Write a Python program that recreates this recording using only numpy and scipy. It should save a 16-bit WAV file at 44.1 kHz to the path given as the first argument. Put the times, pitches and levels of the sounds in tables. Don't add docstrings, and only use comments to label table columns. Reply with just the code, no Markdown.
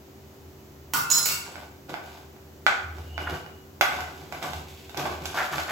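import sys
import numpy as np
from scipy import signal
from scipy.fft import rfft, irfft, dct, next_fast_len
from scipy.io import wavfile

SR = 44100
rng = np.random.default_rng(int(sys.argv[2]) if len(sys.argv) > 2 else 0)


def output_pcm(signal):
    pcm = np.clip(np.atleast_2d(signal).T, -1, 1) * 32767
    wavfile.write(sys.argv[1], SR, np.round(pcm).astype(np.int16))


N = 251811

# freq_hz, level_db
COATED_TAP = [(200, -19), (450, -11), (750, 7), (1050, -3), (1600, -6.5), (2000, -14), (2700, -14),
              (4000, -38.5), (12000, -35)]
# freq_hz, level_db
DOUGH_CRACKLE = [(800, -23.5), (2300, 6.5), (3500, 6.5), (5500, 0.5), (7600, -1), (9500, -13),
                 (12500, -3.5), (16000, -16.5)]


def stirring(grip_s=0.017, release_s=0.023, yield_db_per_s=28.5):
    # start_s, length_s, thud_db, scrape_db, crackle_db
    strokes = [(1.445, 0.2, -47, -34, -50.5), (1.881, 0.055, -37, -33.5, -47.5),
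               (2.021, 0.21, -56, -39.5, -53), (2.936, 0.36, -44.5, -45.5, -55.5),
               (3.187, 0.05, -39, -34.5, -49), (3.285, 0.083, -37, -28.5, -43),
               (3.903, .12, -41.5, -25.5, -43.5), (4.068, 0.27, -43.5, -39.5, -50),
               (4.308, 0.082, -44.5, -33.5, -48.5), (4.411, 0.09, -37, -26.5, -40),
               (4.541, 0.067, -42, -46, -48.5), (4.665, 0.5, -51.5, -48.5, -48.5),
               (4.96, 0.19, -34, -25.5, -41.5), (5.2, 0.15, -39.5, -33, -46.5),
               (5.339, .12, -43, -22.5, -37.5), (5.508, .09, -35.5, -25.5, -35),
               (5.663, 0.051, -44, -26.5, -38)]
    # freq_hz, level_db
    lump = [(40, -58), (90, -32), (125, -10.5), (155, 7), (195, -7), (260, -2), (370, 0.5), (500, -4),
            (800, -13.5), (2000, -67)]
    push, drag, peel = sum(
        np.outer(amp(levels_db), envelope(start_s, length_s, grip_s, release_s, yield_db_per_s))
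        for start_s, length_s, *levels_db in strokes)
    judder = amp(1.02 * wobble(45))
    thud = excite(slips(rate_hz=500, scatter_db=2), click(lump))
    scrape = excite(slips(rate_hz=900, scatter_db=5) * judder, pan_response(COATED_TAP, blade_db=5.5))
    crackle = excite(slips(rate_hz=1200, scatter_db=5) * judder, click(DOUGH_CRACKLE))
    body = amp(-4.5) * push * thud + amp(-9.5) * drag * scrape
    peeling = amp(-2.5) * peel * crackle
    return in_room(body, wet_db=-3, lag_ms=0.09) + in_room(peeling, wet_db=0, right_db=1)


def slips(rate_hz, scatter_db, count=60000):
    gaps = rng.exponential(SR / rate_hz, count)
    size_db = scatter_db * rng.standard_normal(count).clip(-2, 2)
    at = np.cumsum(gaps).astype(int)
    force = amp(size_db) * rng.choice([-1, 1], count)
    return np.bincount(at[at < N], force[at < N], N)


def knocks(crush_s=0.0048):
    # start_s, thump_db, tick_db, padded_share
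    hits = [(1.5565, -31, -57, 0.6), (1.894, -35, -38.5, 0.26), (1.9412, -23, -52, 0.65),
            (2.365, -45.5, -63, 0.75), (2.6657, -6.5, -24.5, 0.13), (2.984, -37, -45, 1),
            (3.1791, -22, -48, 0.44), (3.4634, -36.5, -52, 0.6), (3.8111, -7.5, -14, 0.43),
            (4.006, -28.5, -31.5, 0.06), (4.078, -34.5, -55, 0.7), (4.3245, -28, -34.5, 0.57),
            (4.4273, -31, -28.5, 0), (4.534, -28, -30.5, 1), (4.8952, -38.5, -38, 0.6),
            (4.9456, -31.5, -40, 0.85), (4.9725, -39, -23, 0.2), (4.995, -33, -30.5, .9),
            (5.056, -23.5, -56, 0.8), (5.2554, -28, -22, 0.57), (5.5826, -19.5, -35, 0.48),
            (5.598, -31, -42, 0), (5.634, -48, -30.5, .9)]
    # freq_hz, level_db
    bare_tap = [(100, -32), (330, -18), (720, -6), (1000, -3), (1500, 6.5), (1850, -3), (2400, -4),
                (3200, -11), (4500, -12), (7000, -22), (15000, -68.5)]
    out = np.zeros((2, N))
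    bare, padded = pan_response(bare_tap, blade_db=7.5), pan_response(COATED_TAP, blade_db=7.5)
    grit = click(DOUGH_CRACKLE)
    t = np.arange(SR // 50) / SR
    for start_s, thump_db, tick_db, padded_share in hits:
        thump = unit_energy((1 - padded_share) * bare + padded_share * padded)
        crush = unit_energy(rng.standard_normal(len(t)) * np.exp(-t / crush_s))
        tick = signal.fftconvolve(grit, crush)[:len(grit)]
        blow = amp(thump_db + 18.5) * thump + amp(tick_db + 16) * tick
        add(out, start_s, in_room(blow, wet_db=2.04, right_db=8, lag_ms=0.14))
    return out


def pan_response(blade_spectrum, blade_db, size=8192):
    # centre_hz, width_hz, level_db
    pan_modes = [(397, 23, -16), (540, 20, -9.5), (733, 51, -11), (769, 14, 9), (818, 55, -3.5),
                 (1158, 10, 8), (1457, 51, 0), (1565, 110, 1.5), (1972, 52, -1.5), (2380, 200, -5.5),
                 (2974, 35, -2), (3530, 260, -11.5), (5070, 500, -9.5)]
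    f = np.fft.rfftfreq(size, 1 / SR)
    spectrum = sum((-1) ** k * amp(db) * 1j * f * width_hz / (hz * hz - f * f + 1j * f * width_hz)
                   for k, (hz, width_hz, db) in enumerate(pan_modes))
    return unit_energy(unit_energy(irfft(spectrum)) + amp(blade_db) * click(blade_spectrum))


def rasps(width_hz=1100, slip_rate_hz=1500, glide=0.1):
    # middle_s, length_s, pitch_hz, level_db
    catches = [(3.277, .012, 1453, -29.5), (4.448, 0.029, 900.5, -34.5), (4.997, 0.028, 700, -33),
               (5.068, 0.035, 850, -32), (5.392, 0.0452, 1401, -25), (5.539, 0.016, 1393, -29.5),
               (5.705, 0.033, 1633, -32)]
    out, t = np.zeros((2, N)), np.arange(SR // 5) / SR
    low_cut = signal.butter(2, 450, "highpass", fs=SR)
    pole = np.exp(-np.pi * width_hz / SR)
    for middle_s, length_s, pitch_hz, level_db in catches:
        progress = (t - t.mean()) / length_s
        jerks = rng.standard_normal((2, len(t))) * (rng.random((2, len(t))) < slip_rate_hz / SR)
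        in_phase, quadrature = signal.lfilter([1], np.poly([pole, pole]), jerks)
        phase = 2 * np.pi * np.cumsum(pitch_hz * (1 + glide * np.tanh(progress))) / SR
        resonance = in_phase * np.cos(phase) + quadrature * np.sin(phase)
        burst = unit_rms(signal.lfilter(*low_cut, resonance)) * np.exp(-2 * progress ** 2)
        add(out, middle_s - t.mean(), in_room(amp(level_db) * burst, wet_db=-1))
    return out


def squeak(peak_s=3.2, pitch_hz=2893, swell_s=0.058):
    t = np.arange(N) / SR - peak_s

    def band(width_hz, fade_s):
        return np.exp(np.minimum(t / swell_s, -t / fade_s)) * narrow_noise(pitch_hz, width_hz)

    fuzz = amp(-43.5) * band(width_hz=240, fade_s=0.092)
    core = amp(-47.5) * band(width_hz=35, fade_s=0.16)
    return in_room(fuzz + core, wet_db=-0.5)


def spoon(settle_s=1.235, choke_s=0.008, impact_s=0.0028, chatter_s=0.026):
    # start_s, clash_db, spoon_db, plate_db
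    bounces = [(.936, -18.5, -65, -20.5), (.966, -25, -59, -26.5), (1.102, -26, -17, -39),
               (1.113, -24, -15, -36), (1.148, -24, -24.5, -30.5), (1.185, -23.5, -39, -35.5),
               (1.257, -18.5, -24.5, -32.5), (1.288, -23, -31, -33.5), (1.32, -29, -32.5, -44)]
    # freq_hz, level_db, t60_s
    free_modes = [(4087, -11.5, 1.4), (5109, -10.5, 0.6), (5300, -9.5, 0.78), (5491, -15, 0.57),
                  (6072, -12.5, 0.34), (6794, 3.5, 0.18), (6840, -5, 0.19), (6660, -16, 0.2),
                  (7677, -10, 0.52), (7950, -9.5, 0.34), (11200, -13, 0.41), (14262, -15, 0.32),
                  (14900, -23.5, .3)]
    resting_modes = [(2196, -4.5, 0.23), (2444, -1.5, 0.095), (2750, -2.5, .3), (4510, -0.5, 0.21),
                     (5560, -7, .15), (7820, -1.5, 0.18)]
    plate_modes = [(157, -11, 0.3), (942, -3, 0.29), (1056, -4, 0.26), (1183, -4.5, 0.3),
                   (1280, -4.5, 0.24), (1406, -2.5, 0.6), (1468, 1, 0.22), (1625, -14, 0.11),
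                   (2100, -13, 0.35), (2650, -16, 0.78), (4530, -10, 0.26)]
    # freq_hz, level_db
    clash_spectrum = [(50, -25), (150, -3), (500, -6.5), (1350, -1.5), (1900, -2.5), (2500, -1), (3500, 0),
                      (4600, 3.5), (7800, 1), (9800, -4.5), (12000, 0), (16000, 3)]
    out, t = np.zeros((2, N)), np.arange(SR // 4) / SR
    steel_click = click(clash_spectrum)
    for start_s, clash_db, spoon_db, plate_db in bounces:
        decay = np.exp(-t / impact_s) + amp(-9) * np.exp(-t / chatter_s)
        clash = signal.fftconvolve(rng.standard_normal(len(t)) * decay, steel_click)[:len(t)]
        choke = np.exp(-np.maximum(start_s + t - settle_s, 0) / choke_s)
        tone = choke * ring(free_modes, t) if start_s < settle_s else ring(resting_modes, t, drift=0.65)
        plate = ring(plate_modes, t)
        contact = amp(clash_db) * clash + amp(spoon_db - 6.5) * tone + amp(plate_db - 8.5) * plate
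        add(out, start_s, in_room(contact, wet_db=4, right_db=5.5))
    return out


def ring(modes, t, drift=0.27):
    hz, db, t60_s = np.transpose(modes)[:, :, None]
    strike_db = rng.normal(0, 1, hz.shape)
    wander = np.cumsum(rng.standard_normal((len(hz), len(t))), axis=1) * drift * np.sqrt(1000 / SR)
    phase = rng.uniform(0, 2 * np.pi, hz.shape) + wander
    return np.sum(amp(db + strike_db - 60 * t / t60_s) * np.sin(2 * np.pi * hz * t + phase), axis=0)


def stove_boom(boom_hz=78.4, swell_s=0.08, fade_s=0.065, rest_db=-56, waver_db=2.5):
    # start_s, length_s, level_db
    booms = [(2.762, 0.57, -39.5), (3.924, .13, -41.5), (4.17, 0.22, -51), (4.475, 0.086, -39),
             (5.024, 0.229, -45.5), (5.531, 0.07, -43.5)]
    tone = wavering_tone(boom_hz, waver_rad=0.25, rate_hz=5.2)
    shoves = sum(amp(db) * envelope(start_s, length_s, swell_s, fade_s) for start_s, length_s, db in booms)
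    rest = amp(rest_db + waver_db * wobble(6))
    rumble = (amp(-55) + amp(-9.5) * shoves) * narrow_noise(centre_hz=85.7, width_hz=30)
    return np.hypot(shoves, rest) * tone + rumble


def motor():
    # freq_hz, level_db
    partials = [(140, -58), (215.3, -62.5), (285.3, -60.5), (339.1, -65), (386, -55), (2972, -77.5),
                (6062, -77.5)]
    return sum(amp(db) * wavering_tone(hz, waver_rad=1.1, rate_hz=13) for hz, db in partials)


def room_noise(level_db=-50):
    # freq_hz, level_db
    air_spectrum = [(25, -35), (50, -8), (85, -2), (150, -4.5), (380, -4), (520, -8), (800, -10.5),
                    (1400, -16.5), (3000, -22), (7000, -24), (10000, -35), (14000, -26)]
    size = next_fast_len(N)
    hz = np.fft.rfftfreq(size, 1 / SR)
    diffuse = spread(rfft(rng.standard_normal((2, size))), hz)
    air = irfft(diffuse * amp(along(air_spectrum, hz)), size)[:, :N]
    return amp(level_db) * unit_rms(air)


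def in_room(x, wet_db, right_db=0, lag_ms=0):
    response = amp(wet_db) * room_tail()
    response[0, round(lag_ms * SR / 1000)] += amp(-right_db / 2)
    response[1, 0] += amp(right_db / 2)
    return signal.fftconvolve(x[None], response, axes=1)[:, :N]


def room_tail(bands=128, frames=200):
    # freq_hz, t60_s
    decay_times = [(150, 0.61), (700, 0.59), (1500, 0.61), (4000, 0.49), (8000, 0.53), (15000, 0.29)]
    hz = (np.arange(bands) + 0.5) * SR / (2 * bands)
    t = np.arange(frames)[:, None] * bands / SR
    decay = amp(-60 * t / along(decay_times, hz)) * (t > 0)
    spectra = spread(rng.standard_normal((2, frames, bands)), hz) * decay
    tail = dct(spectra, type=3, norm="ortho").reshape(2, -1)
    return tail / np.linalg.norm(tail[0])


def spread(spectra, hz):
    # freq_hz, correlation
    coherence = [(120, 0.95), (300, 0.57), (600, 0.58), (1200, 0), (5000, 0), (9000, 0.9)]
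    angle = np.arccos(along(coherence, hz)) / 2
    mid, side = spectra[0] * np.cos(angle), spectra[1] * np.sin(angle)
    return np.array([mid + side, mid - side])


def click(spectrum, size=8192):
    gain = amp(along(spectrum, np.fft.rfftfreq(size, 1 / SR)))
    cepstrum = irfft(np.log(gain))
    cepstrum[1:size // 2] *= 2
    cepstrum[size // 2 + 1:] = 0
    return unit_energy(irfft(np.exp(rfft(cepstrum))))


def excite(force, response):
    return unit_rms(signal.oaconvolve(force, response)[:N])


def envelope(start_s, length_s, attack_s, release_s, sag_db_per_s=0):
    t = np.maximum(np.arange(N) / SR - start_s, 0)
    sag = amp(-sag_db_per_s * np.minimum(t, length_s))
    release = np.exp(-np.maximum(t - length_s, 0) / release_s)
    return np.minimum(t / attack_s, 1) * sag * release


def wavering_tone(hz, waver_rad, rate_hz):
    return np.sqrt(2) * np.sin(2 * np.pi * hz * np.arange(N) / SR + waver_rad * wobble(rate_hz))


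def narrow_noise(centre_hz, width_hz):
    phase = 2 * np.pi * centre_hz * np.arange(N) / SR
    return unit_rms(wobble(width_hz) * np.cos(phase) + wobble(width_hz) * np.sin(phase))


def wobble(rate_hz):
    knots = rng.standard_normal(int(N * rate_hz / SR) + 4)
    fine = signal.resample(knots, len(knots) * 10)
    return np.interp(np.arange(N) * (10 * rate_hz / SR), np.arange(len(fine)), fine)


def along(points, hz):
    freq_hz, values = np.transpose(points)
    return np.interp(np.log(hz + 1), np.log(freq_hz), values)


def add(track, start_s, sound):
    part = track[..., round(start_s * SR):][..., :sound.shape[-1]]
    part += sound[..., :part.shape[-1]]


def amp(db):
    return 10 ** (np.asarray(db) / 20)


def unit_rms(x):
    return x / np.sqrt(np.mean(x ** 2) + 1e-20)


def unit_energy(x):
    return x / np.linalg.norm(x)


def scene():
    return spoon() + knocks() + stirring() + rasps() + squeak() + stove_boom() + room_noise() + motor()


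def record(dry, top_hz=15900):
    # freq_hz, gain_db
    port_notch = [(8100, -1), (8650, -16), (9200, 0.5)]
    size = next_fast_len(N + SR // 4)
    hz = np.fft.rfftfreq(size, 1 / SR)
    gain = amp(along(port_notch, hz)) * (hz < top_hz)
    return irfft(rfft(dry, size) * gain, size)[:, :N]


dry = scene()
out = record(dry)
output_pcm(out)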